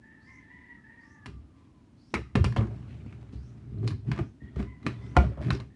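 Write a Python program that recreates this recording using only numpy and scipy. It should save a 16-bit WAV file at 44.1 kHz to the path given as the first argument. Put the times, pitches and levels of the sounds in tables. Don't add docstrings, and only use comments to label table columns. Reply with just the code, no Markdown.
import sys
import numpy as np
from scipy import signal
from scipy.io import wavfile
from scipy.ndimage import uniform_filter1d

SR = 44100
rng = np.random.default_rng(int(sys.argv[2]) if len(sys.argv) > 2 else 0)


def store_pcm(level_fs):
    pcm = np.round(np.clip(level_fs, -1, 1) * 32767).astype(np.int16)
    wavfile.write(sys.argv[1], SR, np.atleast_2d(pcm).T)


def level_to_linear(level):
    exponent = np.asarray(level, float) / 20
    return 10 ** exponent


N = 253575

# start_s, crack_level_db (rms of the first 10 ms), panel_share_db, rim_share_db,
# edge_share_db
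HARD_KNOCKS = [(1.259, -29.5, -43, -7, -14), (2.141, -14.5, -45, -14.5, -21),
               (2.354, -14, -15.5, -15.5, -41), (2.443, -16, -13, -4.5, -13), (2.563, -16.5, -4, -22, -61),
               (3.876, -26, -8, 8, -10), (4.116, -22.5, -25, -10, -48), (4.189, -23.5, -7, -47, -52),
               (4.865, -17, -24, -14, -57), (5.166, -12, -25, -28, -45), (5.505, -16, -22, -16, -58)]
# start_s, crack_level_db (rms of the first 10 ms), panel_share_db, rim_share_db
LIGHT_TICKS = [(0.961, -56, -8, -15), (2.524, -32.5, -19, -11), (2.609, -30, 2, -35), (2.67, -39, 1, -15),
               (3.062, -47, -4, -11), (3.126, -42, -33, -16), (3.332, -43.5, 8, 0), (3.830, -39.5, 6, -10),
               (3.906, -34.5, -27, -30), (4.072, -51, -21, -19), (4.161, -36, -14, -11),
               (4.177, -31, -26, -23), (4.56, -37, -15, -12), (4.593, -36, 3, -14), (4.6, -35, -19, -16),
               (4.627, -35, -8, -8), (4.828, -46, -16, -7), (5.374, -41, 3, -26), (5.408, -39, 7, -16),
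               (5.436, -41, -8, -7), (5.469, -37, -12, -20), (5.601, -33, -19.5, -5)]
# start_s, crack_level_db (rms of the first 10 ms), panel_share_db, rim_share_db
CREAK_TICKS = [(2.944, -48, -3, -10), (3.109, -53, -15, -8), (3.156, -59, -20, 0), (3.201, -60, -15, -10),
               (3.212, -51, -10, -6), (3.288, -56, -20, -8), (3.324, -53, -10, -6), (3.345, -52, -5, 0),
               (3.558, -59, -10, -10), (3.575, -59, -10, 0), (3.735, -55, -8, -15), (3.777, -55, -5, -15),
               (4.08, -52, -15, -15), (5.012, -55, -10, -10), (5.037, -55, -10, -8), (5.112, -54, -11, -15),
               (5.163, -28, -9, -25)]
# pitch_hz, t60_s
LID_ZONES = [(700, 0.033), (1600, 0.015), (3900, 0.026), (7500, 0.0037)]
# pitch_hz, level_db, t60_s
LID_RINGS = [(573, 6, 0.059), (731, 11.5, 0.07), (831, 8, 0.057), (1036, 7.5, 0.056), (1220, 13.5, 0.027),
             (1396, 4.5, 0.021), (1770, 4.5, 0.018), (2150, 10, 0.018), (2426, 7.5, 0.031),
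             (2920, -2, 0.011), (4000, 7, 0.01), (4700, 7, .015)]
# pitch_hz, level_db, t60_s
LANDING_MODES = [(560, 0, .05), (721, 5, .055), (859, 1, .05), (1014, -3, .06), (1400, 1, .025),
                 (1920, -8, .02), (2400, -9.5, .03)]
# delay_s, level_db
LANDING_BOUNCES = [
    (.0014, 5),
    (.0056, -3),
    (.007, -2),
]
# pitch_hz, width_hz, level_db
TUB_MODES = [
    [(61.6, 12.3, -3.5), (74.5, 23.3, -6)],
    [(102.4, 13.2, 1), (121.1, 10.1, 3.5), (147.3, 20.8, -2)],
    [(184.8, 37, -1), (226.5, 30.8, 1.5), (266.2, 40, -1), (314.8, 38.6, -1.5), (397.2, 43.6, -3.5)],
]
# start_s, boom_db, drum_db, wall_db, struck_spot_hz
HEAVY_THUMPS = [(1.26, -43, -46, -45, 285), (2.138, -34, -35, -24, 354), (2.354, -39, -17.5, -14.5, 234),
                (2.443, -26, -23.5, -33, 256), (2.562, -31.5, -23, -37, 223), (3.062, -60, -42.5, -35, 231),
                (3.332, -43, -46, -35.5, 225), (4.116, -42, -39, -34, 192), (4.189, -30.5, -33, -25, 344),
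                (4.419, -39, -50, -40, 222), (4.566, -44, -30, -32, 396), (4.592, -33, -35, -39, 223),
                (4.864, -46, -28.5, -23, 267), (5.165, -41, -26, -17.5, 226),
                (5.378, -33.5, -37, -36.5, 205), (5.505, -23.5, -24, -25.5, 199)]
# start_s, peak_db,
# pitch_hz, t60_s
SOFT_BUMPS = [(2.353, -20.5, 195, .2), (2.362, -23.5, 408, 0.11), (2.366, -30.5, 532, .08),
              (2.36, -31, 1183, 0.075), (2.396, -16, 95, .25), (2.39, -28.5, 349, 0.14),
              (2.447, -22, 189, .12), (2.468, -30.5, 400, 0.094), (2.478, -20, 114.8, .3),
              (2.515, -34.5, 211, .2), (2.566, -25.5, 221, .25), (2.57, -30, 323, 0.1),
              (2.572, -33, 548, .16), (2.576, -17, 112.5, 0.34), (2.611, -20, 113, 0.21),
              (2.625, -30, 210.5, 0.22), (2.562, -25, 65, .5), (2.564, -22, 140, .15),
              (2.61, -32.5, 420, 0.092), (2.645, -33, 345, .15), (3.64, -50, 338, .1),
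              (3.666, -40, 140, 0.22), (3.744, -44, 400, .1), (3.765, -41, 300, .1), (3.781, -28, 110, .6),
              (3.7, -40, 68, .8), (3.72, -42.5, 200, .2), (3.82, -34, 199, 0.13), (3.83, -32, 70, 0.56),
              (3.775, -55.5, 650, 0.11), (3.835, -33.5, 358, .1), (3.854, -31, 390, 0.13),
              (3.908, -23, 99.8, 0.24), (3.97, -40, 70, .3), (4.045, -57, 620, .06), (4.056, -44, 380, .1),
              (4.112, -28, 104.8, 0.23), (4.133, -33.5, 291, .08), (4.192, -29, 339, .1),
              (4.12, -31, 200, .1), (4.175, -31, 201, .1), (4.895, -38, 65.4, .5),
              (5.168, -4.5, 67, 0.26), (5.166, -15, 140, .15), (5.166, -20.5, 299, .1),
                  (5.238, -19.5, 114.7, 0.21), (5.178, -24.5, 361, 0.17), (5.18, -26, 194, 0.25),
                  (5.186, -30, 2250, 0.06), (5.197, -33, 900, .08), (5.233, -33, 618, .1),
                  (5.252, -26.5, 150, 0.11), (5.283, -30, 170, .12), (5.316, -41.5, 560, .08),
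                  (5.373, -38, 588, .08), (5.384, -38, 572, .08), (5.409, -33.5, 602, .07),
                  (5.4, -35, 210, .15), (5.415, -38, 340, .1), (5.44, -24, 125.7, 0.27),
                  (5.483, -41, 620, .06), (5.497, -22, 130.3, .12), (5.452, -26, 170, 0.16),
                  (5.478, -25, 199.5, .2)]
# time_s, level_db
SLIDE_PRESSURE = [(2.3, -93), (2.6, -48), (2.72, -37.5), (3.27, -45), (3.58, -46.5), (4.0, -55),
                  (4.38, -73), (4.53, -47), (4.78, -51), (4.94, -40), (5.12, -38), (5.36, -55),
                  (5.75, -68.5)]
SLIDE_SHARES_DB = [-5.5, -0.05, -8, -23.5]
# peak_s, rise_s, level_db, place (0 boom, 1 drum, 2 wall), t60_s
LID_SHOVES = [(1.28, 0.037, -35, 1.32, 0.31), (1.35, 0.057, -37, 0.31, 0.51),
              (2.149, 0.02, -28.5, 1.94, 0.19), (2.18, 0.026, -27.5, 0.66, 0.39),
              (2.419, 0.078, -14.5, .05, 0.16), (2.46, 0.042, -25, 1.11, 0.29),
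              (2.59, 0.069, -23.5, 1.52, 0.39), (3.37, 0.087, -30.5, 0.4, .35),
              (3.871, 0.27, -22, 1.22, 0.34), (3.95, .05, -29.5, 0.36, 0.12),
              (4.09, 0.068, -22.5, 1.08, 0.36), (4.13, .04, -24, 0.76, .15), (4.21, 0.051, -22, 1.23, 0.22),
              (4.44, 0.046, -37, 1.37, 0.51), (4.57, 0.037, -22, .05, 0.38), (4.6, 0.04, -25.5, 1.83, 0.26),
              (4.87, .05, -26, 1.71, 0.24), (5.2, .03, -28.5, .1, .33), (5.21, .03, -25, 1.7, 0.4),
              (5.3, .05, -26, 1.06, 0.1), (5.39, 0.028, -31, 0.64, 0.38), (5.47, 0.076, -23.5, 1.42, 0.32),
              (5.529, 0.034, -27.5, 1.78, 0.28), (5.6, .03, -29, 0.66, 0.33)]
# pitch_hz, level_db (per Hz)
SCRAPE_SPECTRUM = [(240, -38), (400, -11), (611, -6), (1060, -14), (1120, -10.5), (2460, -17), (2750, -19),
                   (9280, -36), (10500, -40.5), (13600, -69), (22000, -120)]
# start_s, length_s, level_db,
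# centre_hz, width_hz
BRUSHES_AND_RUBS = [(0.39, 0.55, -79.5, 3000, 1500), (1.548, 0.17, -75.5, 2000, 2500),
                    (2.1, 0.051, -75.5, 3500, 2300), (2.151, 0.27, -70, 2020, 330), (2.146, 0.21, -63, 1230, 230),
                    (3.865, 0.075, -55, 3700, 4000), (3.7, .06, -76, 1500, 1800), (3.32, .07, -68, 3000, 4000),
                    (5.3, 0.09, -60, 1200, 1500), (5.511, 0.085, -52, 4500, 1900), (5.504, .007, -33, 3960, 530),
                    (5.599, .006, -50, 3900, 640), (3.875, .011, -43, 4200, 2000), (4.115, .008, -50, 4100, 1600),
                    (2.443, .03, -40, 2540, 1100), (2.565, 0.038, -45.5, 3040, 1900),
                    (2.88, 0.12, -64.5, 2100, 1700), (2.2, 0.047, -60.5, 810, 620), (3, 0.026, -64, 2360, 820),
                    (3.783, .009, -70, 4100, 800), (4.95, .2, -74, 3500, 160), (4.42, .21, -79, 3300, 250),
                    (5.375, .12, -52.5, 630, 600), (5.52, 0.14, -55.5, 850, 1200), (5.405, .1, -52.5, 1500, 2300),
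              (6.8, .025, -57.5, 4400, 6000), (2.14, 0.037, -34.5, 2170, 470),
              (2.141, .04, -37.5, 1270, 250), (2.143, 0.024, -47, 4000, 3000),
              (4.565, 0.076, -57, 1400, 1900), (5.15, 0.022, -50, 800, 900), (5.503, .016, -32, 1150, 300),
              (2.352, .05, -36, 450, 220), (2.566, .12, -46.5, 900, 1140), (5.362, 0.054, -55.5, 1120, 720),
              (5.478, 0.029, -49, 1250, 1500), (5.22, 0.078, -49.5, 1050, 660),
              (2.58, 0.049, -41, 1060, 370), (2.695, .07, -54, 610, 300), (3.835, 0.034, -58.5, 1300, 2700),
              (3.915, 0.028, -55, 1130, 500), (4.598, 0.022, -48, 650, 300), (4.168, .02, -47, 1080, 400),
              (2.16, 0.063, -39.5, 357, 150), (2.165, 0.029, -45, 2200, 430), (3.06, .07, -67, 2400, 830)]
# start_s, length_s,
# start_hz, end_hz, level_db
ROOSTER_CROWS = [
    [(.01, .2, 1717, 1782, -56.5), (.2, .23, 1770, 1745, -60), (.42, .23, 1755, 1806, -58),
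     (.64, 0.18, 1787, 1748, -60.5), (.83, .14, 1740, 1810, -56.5), (4.39, 0.19, 1846, 1830, -63.5),
     (5.7, .06, 1800, 1770, -69)],
    [(.26, .17, 2035, 1997, -57), (.48, 0.32, 1957, 1870, -55.5), (.88, 0.39, 1869, 1670, -58)],
    [(4.645, .11, 1974, 1955, -60), (4.75, .2, 1960, 1970, -68), (4.92, .27, 1963, 1973, -63.5)],
    [(.1, .3, 1250, 1230, -78), (.73, 0.17, 1260, 1250, -76.5), (1.01, 0.4, 1163, 1170, -69),
     (1.52, 0.38, 1037, 948, -74), (1.45, .3, 1190, 1090, -78)],
]
OCTAVE_BELOW_DB = [-15.5, -10.5, -5, -32]
# start_s, length_s, start_hz, end_hz, level_db
BIRD_CHIRPS = [(0.189, 0.21, 4050, 6600, -77.5), (0.983, 0.19, 4400, 6700, -79),
               (1.952, 0.22, 3980, 6150, -77.5), (3.315, 0.205, 3450, 6700, -78.5),
               (4.19, 0.12, 4660, 6800, -83), (4.992, 0.15, 4450, 6500, -77)]
# pitch_hz, t60_s
ROOM_DECAY = [(400, 0.34), (1000, 0.15), (2500, 0.29), (5000, 0.31), (10000, 0.26)]
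# pitch_hz, level_db (per Hz)
HUM_SPECTRUM = [(20, -36.5), (40, -11.5), (62, 3), (110, -1), (160, -9), (250, 0), (330, -11.5),
                (480, -22.5), (750, -25), (1300, -30.5), (2750, -35.5), (6000, -42.5), (10500, -48),
                (14000, -85)]

LANDING_S, LANDING_DB = 5.1665, -9.5
EDGE_BELOW_RIM_DB = -22
BUMP_RISE_CYCLES = 1.2
RISE_DB, AWAY_DB, GRIT_DB = 27, -12, -22.5
SLOW_GRIT_DB_PER_S = -24.5
ARCH, ONSET_SHARE, FADE_DB = 0.028, 0.1, -4
HUM_DB = -56.5
MIC_EDGE_HZ = 10550


def evened(x):
    return x / np.sqrt(np.mean(x ** 2) + 1e-20)


def steadied(x, size, depth=0.68):
    power = uniform_filter1d(x ** 2, size) + 1e-3 * np.mean(x ** 2)
    return evened(x / power ** (depth / 2))


def wander(count, size):
    return evened(uniform_filter1d(rng.standard_normal(count), size))


def progress(length_s):
    return np.arange(0, length_s, 1 / SR) / length_s


def read(points, hz):
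    f, value = np.transpose(points)
    return np.interp(np.log(hz + 1), np.log(f + 1), value)


def add(mix, s, sound):
    part = mix[round(s * SR):][:len(sound)]
    part += sound[:len(part)]


def resonate(x, hz, width):
    turn = np.exp(2j * np.pi * np.cumsum(hz * np.ones(len(x))) / SR)
    r = np.exp(-np.pi * width / SR)
    return 2 * (turn * signal.lfilter([1 - r], [1, -r], x / turn)).real


def ring(force, modes):
    hz, width, db = np.transpose(modes)
    r = np.exp(-np.pi * width / SR)
    poles = r * np.exp(2j * np.pi * hz / SR)
    out = 0
    for k, pole in enumerate(poles):
        mode = 2 * signal.lfilter([1 - r[k]], [1, -pole], force).real
        out = out + (-1) ** k * level_to_linear(db[k]) * mode
    return out


def modal(hz, db, t60):
    t = np.arange(1536) / SR
    decay = level_to_linear(db[:, None] - 60 * t / t60[:, None])
    return (decay * np.sin(2 * np.pi * hz[:, None] * t)).sum(0)


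def coloured(points, patchy_db):
    a, b, patches = rng.standard_normal((N // 256 + 5, 513, 3)).T
    patches = evened(uniform_filter1d(uniform_filter1d(patches, 8, 0), 10, 1))
    level_db = read(points, np.fft.rfftfreq(1024, 1 / SR))[:, None] + patchy_db * patches
    noise = signal.istft((a + 1j * b) * level_to_linear(level_db), nperseg=1024, noverlap=768)[1]
    return evened(noise[:N])


def crack(zone_db, rattle_s=0.0043, tail_db=-15.0, tail_t60=0.18):
    t = np.arange(SR // 5) / SR
    force = rng.standard_normal(SR // 40) ** 3 * np.exp(-t[:SR // 40] / rattle_s)
    force[0] += 0.38 * abs(force).max()
    force = force / np.linalg.norm(force)

    zones = list(zip(np.transpose(LID_ZONES)[0], zone_db))
    pitch_luck, level_luck = rng.standard_normal((2, 90))
    dense_hz = np.geomspace(450, 10500, 90) * (1 + 0.05 * pitch_luck)
    dense_db = read(zones, dense_hz) + 2 * level_luck
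    dense = modal(dense_hz, dense_db, read(LID_ZONES, dense_hz))
    hz, db, t60 = np.transpose(LID_RINGS)
    clear_db = db + read(zones, hz) + 4.0 * level_luck[:len(hz)]
    clear = modal(hz * (1 + 0.018 * pitch_luck[:len(hz)]), clear_db, t60)

    shiver = level_to_linear(tail_db - 60 * t / tail_t60) * np.minimum(t / 0.0065, 1)
    shiver = shiver * rng.standard_normal(len(t)) / 10
    sound = signal.fftconvolve(shiver, dense + 1.13 * clear)[:len(t)]
    add(sound, 0, signal.fftconvolve(force, dense + clear))
    return 0.22 * sound / np.sqrt(np.mean(sound[:SR // 100] ** 2))


def lid_cracks():
    out = np.zeros(N)
    for s, crack_db, panel_db, rim_db, edge_db in HARD_KNOCKS:
        add(out, s, level_to_linear(crack_db) * crack((panel_db, 0, rim_db, edge_db)))
    add_ticks(out, LIGHT_TICKS)
    landing = modal(*np.transpose(LANDING_MODES))
    landing = landing / abs(landing).max()
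    for later_s, db in [(0.0005, 0)] + LANDING_BOUNCES:
        add(out, LANDING_S + later_s, level_to_linear(LANDING_DB + db) * landing)
    return out


def add_ticks(mix, ticks):
    for s, crack_db, panel_db, rim_db in ticks:
        add(mix, s, level_to_linear(crack_db) * crack((panel_db, 0, rim_db, rim_db + EDGE_BELOW_RIM_DB)))


def thump(modes, push_s):
    t = np.arange(SR // 3) / SR
    sound = ring(np.exp(-t / push_s) * np.minimum(t / 0.00076, 1), modes)
    return sound / abs(sound).max()


def tub_thumps():
    out = np.zeros(N)
    boom, drum, wall = (thump(modes, push_s) for modes, push_s in zip(TUB_MODES, (0.004, 0.003, 0.0012)))
    for s, boom_db, drum_db, wall_db, spot_hz in HEAVY_THUMPS:
        thud = 0.47 * wall + thump([(spot_hz, 35, 0)], 0.0013)
        add(out, s, level_to_linear(boom_db) * boom + level_to_linear(drum_db) * drum + level_to_linear(wall_db - 1.0) * thud)
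    return out


def bumps():
    out, t = np.zeros(N), np.arange(SR // 3) / SR
    for s, db, hz, t60 in SOFT_BUMPS:
        swell = level_to_linear(db - 60 * t / t60) * np.minimum(t * hz / BUMP_RISE_CYCLES, 1)
        add(out, s, swell * np.sin(2 * np.pi * hz * t))
    return out


def drag():
    t = np.arange(N) / SR
    lumps = level_to_linear(2.93 * wander(N, 600))
    layers = []
    for modes in TUB_MODES:
        shake = ring(ring(rng.standard_normal(N) * lumps, modes), modes)
        layers.append(level_to_linear(-3.5) * steadied(shake, size=2000))
    slips = level_to_linear(4.8 * np.minimum(rng.exponential(1, N), 4)) * (rng.random(N) < 40 / SR)
    grit = 1 + 0.29 * signal.lfilter([1], [1, -np.exp(-1 / (0.0016 * SR))], slips)
    layers.append(evened(coloured(SCRAPE_SPECTRUM, 1.9) * grit))

    pressure = level_to_linear(np.interp(t, *np.transpose(SLIDE_PRESSURE)))
    power = np.outer(level_to_linear(np.array(SLIDE_SHARES_DB)), pressure) ** 2
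    layer_place = np.array([0.15, 1.054, 2.0, 1.92])
    for s, rise_s, db, place, t60 in LID_SHOVES:
        span = slice(round((s - 2 * rise_s) * SR), round((s + t60) * SR))
        since = t[span] - s
        swell_db = db + np.minimum(RISE_DB * since / rise_s, -60 * since / t60)
        share_db = AWAY_DB * abs(layer_place - place)
        share_db[3] += GRIT_DB + SLOW_GRIT_DB_PER_S * rise_s
        power[:, span] += level_to_linear(swell_db + share_db[:, None]) ** 2
    return (np.sqrt(power) * layers).sum(0)


def scuffs():
    out = np.zeros(N)
    for s, length, db, hz, width in BRUSHES_AND_RUBS:
        u = progress(length)
        grit = rng.standard_normal(len(u)) * level_to_linear(4.0 * wander(len(u), 90))
        band = evened(resonate(resonate(grit, hz, width), hz, width))
        add(out, s, level_to_linear(db) * band * np.sin(np.pi * u ** 0.54))
    return out


def creaks():
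    out = np.zeros(N)
    add_ticks(out, CREAK_TICKS)
    return out


def husky_band(count, hz, width):
    band = resonate(resonate(rng.standard_normal(count), hz, width), hz, width)
    return steadied(band, size=700, depth=0.82)


def roosters():
    out = np.zeros(N)
    for syllables, low_db in zip(ROOSTER_CROWS, OCTAVE_BELOW_DB):
        for s, length, start_hz, end_hz, db in syllables:
            u = progress(length)
            hz = (start_hz + (end_hz - start_hz) * u) * (1 + ARCH * np.sin(np.pi * u))
            voice = level_to_linear(low_db) * husky_band(len(u), hz / 2, 40)
            voice += husky_band(len(u), hz, 42)
            voice += level_to_linear(-30.5) * husky_band(len(u), 1.5 * hz, 42)
            voice += level_to_linear(-9) * husky_band(len(u), 1.017 * hz, 300)
            flutter = level_to_linear(3.0 * wander(len(u), 500))
            swell = level_to_linear(db + FADE_DB * u ** 2) * np.minimum(u / ONSET_SHARE, 1)
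            add(out, s, swell * flutter * voice * signal.windows.tukey(len(u), 0.12))
    return out


def bird():
    out = np.zeros(N)
    for s, length, start_hz, end_hz, db in BIRD_CHIRPS:
        u = progress(length)
        hz = start_hz + (end_hz - start_hz) * u ** 0.94
        whistle = evened(resonate(rng.standard_normal(len(u)), hz, 420))
        add(out, s, level_to_linear(db) * whistle * signal.windows.tukey(len(u), 0.4))
    return out


def room(x):
    hz, t, z = signal.stft(rng.standard_normal(SR // 2), SR, nperseg=128)
    tail = signal.istft(z * level_to_linear(-60 * t / read(ROOM_DECAY, hz)[:, None]), SR, nperseg=128)[1]
    tail = tail * np.minimum(np.arange(len(tail)) / (0.004 * SR), 1)
    return signal.fftconvolve(x, tail / np.linalg.norm(tail))[:N]


def hum():
    return level_to_linear(HUM_DB) * coloured(HUM_SPECTRUM, 0.73)


def scene():
    cracks, thumps = lid_cracks(), tub_thumps() + bumps()
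    calls, chirps = roosters(), bird()
    wet = room(level_to_linear(-8.5) * cracks + level_to_linear(-14.5) * thumps + level_to_linear(-5.5) * calls + level_to_linear(1.5) * chirps)
    near = cracks + thumps + drag() + scuffs() + creaks()
    far = level_to_linear(-3.0) * calls + chirps + hum()
    return (near + far + wet)[None]


def roll_off(x):
    return signal.sosfilt(signal.butter(12, 10980, fs=SR, output="sos"), x)


def record(dry):
    x = signal.sosfilt(signal.butter(3, 50, "high", fs=SR, output="sos"), dry)
    treble_cut = signal.firwin(255, MIC_EDGE_HZ, window=("kaiser", 5), fs=SR)
    x = signal.oaconvolve(x, treble_cut[None], "same")
    return roll_off(x)


dry = scene()
out = record(dry)
store_pcm(out)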